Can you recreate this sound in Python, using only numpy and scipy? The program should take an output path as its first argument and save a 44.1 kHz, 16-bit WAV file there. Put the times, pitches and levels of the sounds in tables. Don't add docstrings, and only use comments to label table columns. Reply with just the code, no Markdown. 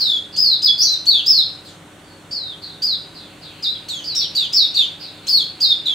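import sys
import numpy as np
from scipy import signal
from scipy.fft import rfft, irfft
from scipy.io import wavfile
from scipy.ndimage import uniform_filter1d

SR = 44100
rng = np.random.default_rng(int(sys.argv[2]) if len(sys.argv) > 2 else 0)


def volts_from_db(level):
    exponent = np.asarray(level, float) / 20
    return 10 ** exponent


def digitize_waveform(pressure):
    field = np.atleast_2d(pressure).T
    bounded = np.clip(field, -1, 1)
    quanta = np.round(bounded * 32767).astype(np.int16)
    wavfile.write(sys.argv[1], SR, quanta)


N = 261954

# start_s [s], level_db [dB], beak_opening_db [dB]
THROAT_SNAPS = [(.356, -40, -3.5), (0.613, -42.5, -0.5), (0.772, -51.5, 5.5), (1.049, -41.5, 1),
                (1.252, -43, -1.3), (2.305, -52.5, -12.5), (2.815, -44, -2), (3.618, -50, -1.5),
                (3.879, -43, 19), (4.033, -52, -10), (4.143, -40.5, 3), (4.344, -42.5, 8.5),
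                (4.52, -40, -2.2), (4.735, -45, 6.5), (5.262, -38.5, 8.5), (5.596, -42.5, -1),
                (5.849, -52, 4)]
PLUNGE_SHAPE = [(0, 1), (.11, .64), (.32, .36), (.52, .22), (.8, .09), (1, 0)]
PLUNGE_EFFORT = [-2, 1, -4.5, -5.5, -11.5, -11.5]
GLIDE_SHAPE = [(0, 1), (.5, .52), (1, 0)]
GLIDE_EFFORT = [-6, -1, -6.5]
DESCENT_SHAPE = [(0, .93), (.13, 1), (.33, .65), (.57, .46), (.86, .27), (1, 0)]
DESCENT_EFFORT = [-5.5, -1.5, -4, -6, -8.5, -17.5]


def colour(x, points):
    hz = np.maximum(np.fft.rfftfreq(x.shape[-1], 1 / SR), 1)
    at, db = np.transpose(points)
    gain = volts_from_db(np.interp(np.log(hz), np.log(at), db))
    return irfft(rfft(x) * gain, x.shape[-1])


def unit(x):
    return x / np.sqrt(np.mean(x ** 2))


def walk(rate_hz, size=N):
    width = int(SR / rate_hz)
    once = uniform_filter1d(rng.standard_normal(size), width)
    return unit(uniform_filter1d(once, width))


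def notes_of(rows, shape, effort_db):
    share, height = np.transpose(shape)
    notes = []
    for start_s, length_s, top_hz, end_hz, level_db in rows:
        times = start_s + share * length_s
        pitches = end_hz + height * (top_hz - end_hz)
        notes.append(np.transpose([times, pitches, level_db + np.array(effort_db)]))
    return notes


def traced(notes, efforts_db):
    return [np.c_[note, db] for note, db in zip(notes, efforts_db)]


def caged_beak(s):
    return ([4] + [beak_db for at, _, beak_db in THROAT_SNAPS if at < s])[-1]


def whistle(notes, beak, wobble, flutter_db, rasp, settle_s, breath_db, overtone_db):
    # multiple [count], level_db [dB]
    overtones = [(2, -30.5), (3, -33.5)]
    # pitch_hz [Hz], level_db [dB]
    throat = [(4500, 7), (6500, -1.5), (8000, -7.5), (10500, -7), (13000, 0), (16000, 6)]
    # pitch_hz [Hz], level_db [dB]
    breath_tone = [(1500, -46), (2500, 1), (4500, 23.5), (7000, -0.5), (10000, -46), (13000, 3.5),
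                   (16000, -3)]
    out, t = np.zeros(N), np.arange(N) / SR
    drift, flutter, rough = walk(191), walk(90), walk(595)
    breath = unit(colour(rng.standard_normal(N), breath_tone))
    rise_s, fall_s, settled = 0.004, 0.012, 0.25
    for note in notes:
        s, hz, db = np.transpose(note)
        beak_db = beak(s[0])
        on = slice(max(int((s[0] - rise_s) * SR), 0), min(int((s[-1] + fall_s) * SR), N))
        pitch = np.interp(t[on], s, hz) * (1 + wobble * drift[on])
        hoarse = rasp * (settled + np.exp((s[0] - t[on]) / settle_s)) * rough[on]
        phase = 2 * np.pi * np.cumsum(pitch) / SR + hoarse
        fade_in = np.clip((t[on] - s[0]) / rise_s + 1, 0, 1)
        fade_out = np.clip(1 - (t[on] - s[-1]) / fall_s, 0, 1)
        over = 0
        for k, over_db in overtones:
            gain_db = over_db + beak_db * 4 / k ** 2 + np.interp(k * pitch, *np.transpose(throat))
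            over = over + volts_from_db(gain_db) * np.sin(k * (phase + 0.1 * rough[on]))
        tone = np.sqrt(2) * (np.sin(phase) + volts_from_db(overtone_db) * over)
        voice = tone + volts_from_db(breath_db + beak_db / 2) * breath[on]
        effort = volts_from_db(np.interp(t[on], s, db) + flutter_db * flutter[on])
        out[on] += voice * fade_in * fade_out * effort
    return out


def caged_song():
    hook_shape = [(0, .87), (.09, 1), (.24, .52), (.55, .37), (.82, .19), (1, 0)]
    arch_shape = [(0, .8), (.15, 1), (.3, .85), (.46, .58), (.69, .41), (.86, .21), (1, 0)]
    sweep_shape = [(0, .8), (.11, 1), (.3, .58), (.55, .29), (.85, .11), (1, 0)]
    hook_effort = [-7.5, -2.5, -1, -0.5, -6.5, -15.5]
    arch_effort = [-5.5, -2.5, -2.5, -6.5, -3, -7, -31.5]
    sweep_effort = [-2, -5.5, 1, -6, -0.5, -18]
    # start_s [s], length_s [s], top_hz [Hz], end_hz [Hz], level_db [dB]
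    hooks = [
        (4.352, 0.11, 4800, 2887, -19.5),
        (4.748, 0.1, 4655, 2898, -16.5),
    ]
    arches = [
        (.372, 0.2, 5190, 3354, -13.5),
        (1.265, 0.17, 5362, 3210, -13),
        (2.822, 0.14, 5022, 3270, -18.5),
        (4.153, 0.098, 5727, 2940, -19.5),
    ]
    descents = [
        (1.068, .142, 4515, 2744, -13),
        (2.312, 0.23, 4723, 3165, -27.5),
        (4.043, .222, 4800, 2860, -27),
    ]
    sweeps = [
        (4.535, 0.12, 5565, 3385, -15.5),
    ]
    plunges = [
        (3.888, 0.14, 4400, 2984, -29.5),
        (5.86, 0.096, 4010, 3093, -19),
    ]
    strands = [
        (-.03, 0.086, 5270, 5170, -31),
        (2.315, 0.045, 5220, 5020, -32),
        (2.825, 0.055, 5180, 5130, -34.5),
        (3.63, .05, 5130, 5120, -43),
        (4.04, 0.045, 5240, 5200, -36),
        (5.29, 0.059, 5260, 5130, -35),
        (5.63, 0.087, 5240, 5150, -33.5),
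    ]
    # time_s [s], pitch_hz [Hz]
    steps = [
        [(0, 4900), (.02, 4250), (.05, 4000), (.085, 3600), (.13, 3430), (.175, 3370), (.19, 3150)],
        [(.628, 4800), (.636, 5010), (.658, 5030), (.666, 4350), (.677, 3480), (.69, 3410), (.755, 3410)],
        [(3.627, 5000), (3.638, 4800), (3.648, 3950), (3.665, 3650), (3.69, 3900), (3.715, 4070), (3.738, 3750),
         (3.758, 3250)],
        [(5.284, 5150), (5.3, 5000), (5.315, 4550), (5.365, 4300), (5.39, 3650), (5.415, 3350), (5.44, 3050)],
        [(5.608, 4600), (5.622, 4950), (5.64, 4250), (5.658, 3720), (5.7, 3750), (5.72, 3550), (5.74, 3250)],
    ]
    # time_s [s], pitch_hz [Hz]
    climbs = [
        [(.781, 4400), (.79, 4950), (.808, 4950), (.818, 5500), (.83, 6050), (.842, 6500), (.86, 6250)],
        [(.8, 4600), (.82, 4500), (.845, 4750), (.858, 4500), (.87, 4050), (.92, 4120), (.945, 3750)],
        [(5.27, 4000), (5.28, 4250), (5.286, 4500)],
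    ]
    steps_effort = [(-25, -19, -25, -18, -24, -24.5, -51), (-13.5, -18, -15.5, -15.5, -23.5, -15, -36.5),
                    (-36, -22, -24.5, -22, -28, -26, -41, -34.5), (-26, -15, -20, -17, -23.5, -26.5, -45.5),
                    (-26, -16.5, -10.5, -23.5, -18, -16, -40)]
    climbs_effort = [(-24, -17, -14, -15.5, -16.5, -34, -46), (-18, -28, -22, -17.5, -24.5, -19, -26.5),
                     (-41, -27.5, -24)]
    notes = notes_of(hooks, hook_shape, hook_effort) + notes_of(arches, arch_shape, arch_effort)
    notes += notes_of(descents, DESCENT_SHAPE, DESCENT_EFFORT)
    notes += notes_of(sweeps, sweep_shape, sweep_effort)
    notes += notes_of(plunges, PLUNGE_SHAPE, PLUNGE_EFFORT)
    notes += notes_of(strands, GLIDE_SHAPE, GLIDE_EFFORT)
    notes += traced(steps, steps_effort) + traced(climbs, climbs_effort)
    return whistle(notes, caged_beak, wobble=0.01, flutter_db=2.0, rasp=0.48, settle_s=0.019,
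                   breath_db=-26, overtone_db=-1.0)


def second_voice():
    glides = [
        (-.03, 0.13, 3300, 2950, -51),
        (1.14, 0.069, 2660, 2568, -45),
        (4.378, 0.076, 2935, 2479, -38.5),
        (4.775, .07, 2860, 2418, -38.5),
    ]
    return whistle(notes_of(glides, GLIDE_SHAPE, GLIDE_EFFORT), caged_beak, wobble=0.015, flutter_db=3.5,
                   rasp=0.49, settle_s=0.048, breath_db=-22, overtone_db=9)


def hum():
    motor_tones = [(96.9, -54.5), (161.5, -55), (301.5, -52.5), (333.8, -60), (398.4, -60), (549.1, -58),
                   (597.5, -62.5), (748.3, -60.5), (1502, -61)]
    t = np.arange(N) / SR
    out = np.zeros(N)
    for hz, db in motor_tones:
        level = np.sqrt(2) * volts_from_db(db + 1.5 * walk(24))
        out += level * np.sin(2 * np.pi * hz * t + walk(6.1))
    return out


def air():
    # pitch_hz [Hz], level_db [dB per Hz]
    rumble = [(12, -45.5), (20, -40), (43, -8.5), (70, -10.5), (151, -1.5), (259, -6), (297, -7),
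              (428, -8.5), (540, -10.5), (594, -11), (1280, -12), (2000, -20), (2600, -50), (4400, -120)]
    # [dB per Hz, same scale]
    hiss = [(1500, -12.5), (2500, -19), (3600, -17), (4600, -32), (5600, -28), (7000, -26.5), (8600, -26),
            (10000, -31), (12000, -38.5), (16000, -44)]
    # pitch_hz [Hz], side_minus_mid_db [dB]
    spread = [(30, -19), (125, -31.5), (250, -12), (1000, -8.5), (4000, -3.5), (15000, -8.5)]
    tone = [point for point in rumble if point[0] < hiss[0][0]] + hiss
    mid, side = colour(rng.standard_normal((2, N)), tone)
    side = colour(side, spread)
    return volts_from_db(-43.5) / np.sqrt(np.mean(mid ** 2)) * np.array([mid + side, mid - side])


def flock():
    swell = [(0, -55.5), (.9, -51), (1.5, -52), (1.9, -62), (2.4, -60), (3.0, -57), (3.6, -44),
             (4.0, -48.5), (4.4, -43.5), (5.1, -46), (5.5, -50.5), (5.94, -43.5)]
    # pitch_hz [Hz], level_db [dB]
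    murmur_tone = [(1500, -34), (2100, -8.5), (2700, -2), (3600, -9), (4400, -1.5), (5500, -33)]
    shared, left, right = colour(rng.standard_normal((3, N)), murmur_tone)
    level = volts_from_db(np.interp(np.arange(N) / SR, *np.transpose(swell)) + 2.0 * walk(38))
    return level * unit(shared + 0.42 * np.array([left, right]))


def distant_answer():
    plunges = [
        (1.645, 0.06, 4825, 3050, -50),
        (2.615, .135, 4640, 3620, -45),
        (3.14, 0.13, 4930, 3280, -48),
        (3.41, .15, 4863, 2877, -50),
    ]
    descents = [
        (4.993, 0.091, 4820, 3380, -42.5),
    ]
    glides = [
        (.32, .045, 4854, 4280, -40),
        (2.02, 0.16, 4660, 4220, -65),
        (5.12, .08, 3760, 3540, -57),
        (5.215, 0.054, 4130, 4050, -53),
    ]
    # time_s [s], opening_db [dB]
    beak_moves = [
        (0, -18),
        (1.6, 24),
        (1.9, 0),
    ]
    notes = notes_of(plunges, PLUNGE_SHAPE, PLUNGE_EFFORT)
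    notes += notes_of(descents, DESCENT_SHAPE, DESCENT_EFFORT)
    notes += notes_of(glides, GLIDE_SHAPE, GLIDE_EFFORT)

    def far_beak(s):
        return [db for at, db in beak_moves if at < s][-1]

    return whistle(notes, far_beak, wobble=0.014, flutter_db=1.0, rasp=0.84, settle_s=0.2,
                   breath_db=-20, overtone_db=2.0)


def snaps(length_s=0.011, from_hz=2300, to_hz=4900, late_s=0.0037):
    u = np.linspace(0, 1, int(length_s * SR))
    phase = 2 * np.pi * np.cumsum(from_hz * (to_hz / from_hz) ** u) / SR
    count = len(THROAT_SNAPS)
    hoarse = 0.25 * walk(1500, size=count * len(u)).reshape(count, -1)
    phases = phase + hoarse
    flicks = volts_from_db(-1) * np.sin(phases) + np.sin(2 * phases) + volts_from_db(-17) * np.sin(3 * phases)
    puffs = signal.lfilter([1, -1], [1], rng.standard_normal((count, len(u))))
    out = np.zeros(N)
    for (s, db, _), flick, puff in zip(THROAT_SNAPS, flicks, puffs):
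        at = int((s + late_s) * SR)
        out[at:at + len(u)] += volts_from_db(db + 9.5) * np.sin(np.pi * u) * (flick + volts_from_db(-23) * puff)
    return out


def echoes(x):
    # delay_left_s [s], delay_right_s [s], level_db [dB]
    bounces = [
        (.002, 0.0024, -11),
        (.0054, 0.0056, -7),
        (.0093, 0.0074, -10),
        (0.0151, 0.015, -5.5),
        (0.0246, 0.032, -19.5),
    ]
    out = np.array([x, x])
    for *delays, db in bounces:
        for channel, delay in zip(out, delays):
            lag = int(delay * SR)
            channel[lag:] += volts_from_db(db) * x[:-lag]
    return out


def room(x, direct_db, wet_db, alike, rise_s, stretch):
    # pitch_hz [Hz], fade_s [s]
    fade_times = [(2000, 0.17), (4000, 0.4), (7000, 0.38), (15000, 0.19)]
    early_db, early_fade_s = 5, 0.062
    t = np.arange(int(0.9 * SR)) / SR
    shared, own = rng.standard_normal(len(t)), rng.standard_normal((2, len(t)))
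    cloud = np.sqrt(alike) * shared + np.sqrt(1 - alike) * own
    hz = np.fft.rfftfreq(len(t), 1 / SR)
    at, fade_s = np.transpose(fade_times)
    tail = 0
    for k in range(len(at)):
        share = np.interp(hz, at, np.eye(len(at))[k])
        region = irfft(rfft(cloud) * share, len(t))
        tail = tail + region * volts_from_db(-60 * t / (fade_s[k] * stretch))
    tail = tail * (1 - np.exp(-t / rise_s)) * (1 + volts_from_db(early_db - 60 * t / early_fade_s))
    tail = tail / np.sqrt(np.sum(tail ** 2) / 2)
    wet = signal.fftconvolve(x[None], tail, axes=1)[:, :N]
    return volts_from_db(direct_db) * echoes(x) + volts_from_db(wet_db) * wet


def scene():
    caged = caged_song() + second_voice() + snaps()
    near = room(caged, direct_db=0, wet_db=2, alike=0.68, rise_s=0.0056, stretch=0.99)
    far = room(distant_answer(), direct_db=-24, wet_db=12.0, alike=0.6, rise_s=0.02, stretch=0.83)
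    return near + far + hum() + air() + flock()


def low_pass(x):
    return signal.sosfilt(signal.butter(12, 15830, fs=SR, output="sos"), x)


def record(dry):
    # pitch_hz [Hz], level_db [dB]
    capsule_tone = [(20, -2), (9000, -0.5), (12000, 1), (15000, 3), (17000, 3)]
    # pitch_hz [Hz], level_db [dB]
    left_tone = [(500, 0.7), (1200, -2), (2500, -1), (5000, -0.17), (8500, 1.5), (13000, 0.7)]
    ceiling = 0.95
    top_edge = [(15800, 0), (15900, -40)]  # (Hz, dB) the phone drops everything higher
    bent = colour(dry + 0.003 * dry ** 2 - 0.071 * dry ** 3, capsule_tone)
    left, right = np.clip(bent, -ceiling, ceiling)
    mix = colour(np.array([colour(left, left_tone), right]), top_edge)
    return low_pass(mix)


dry = scene()
out = record(dry)
digitize_waveform(out)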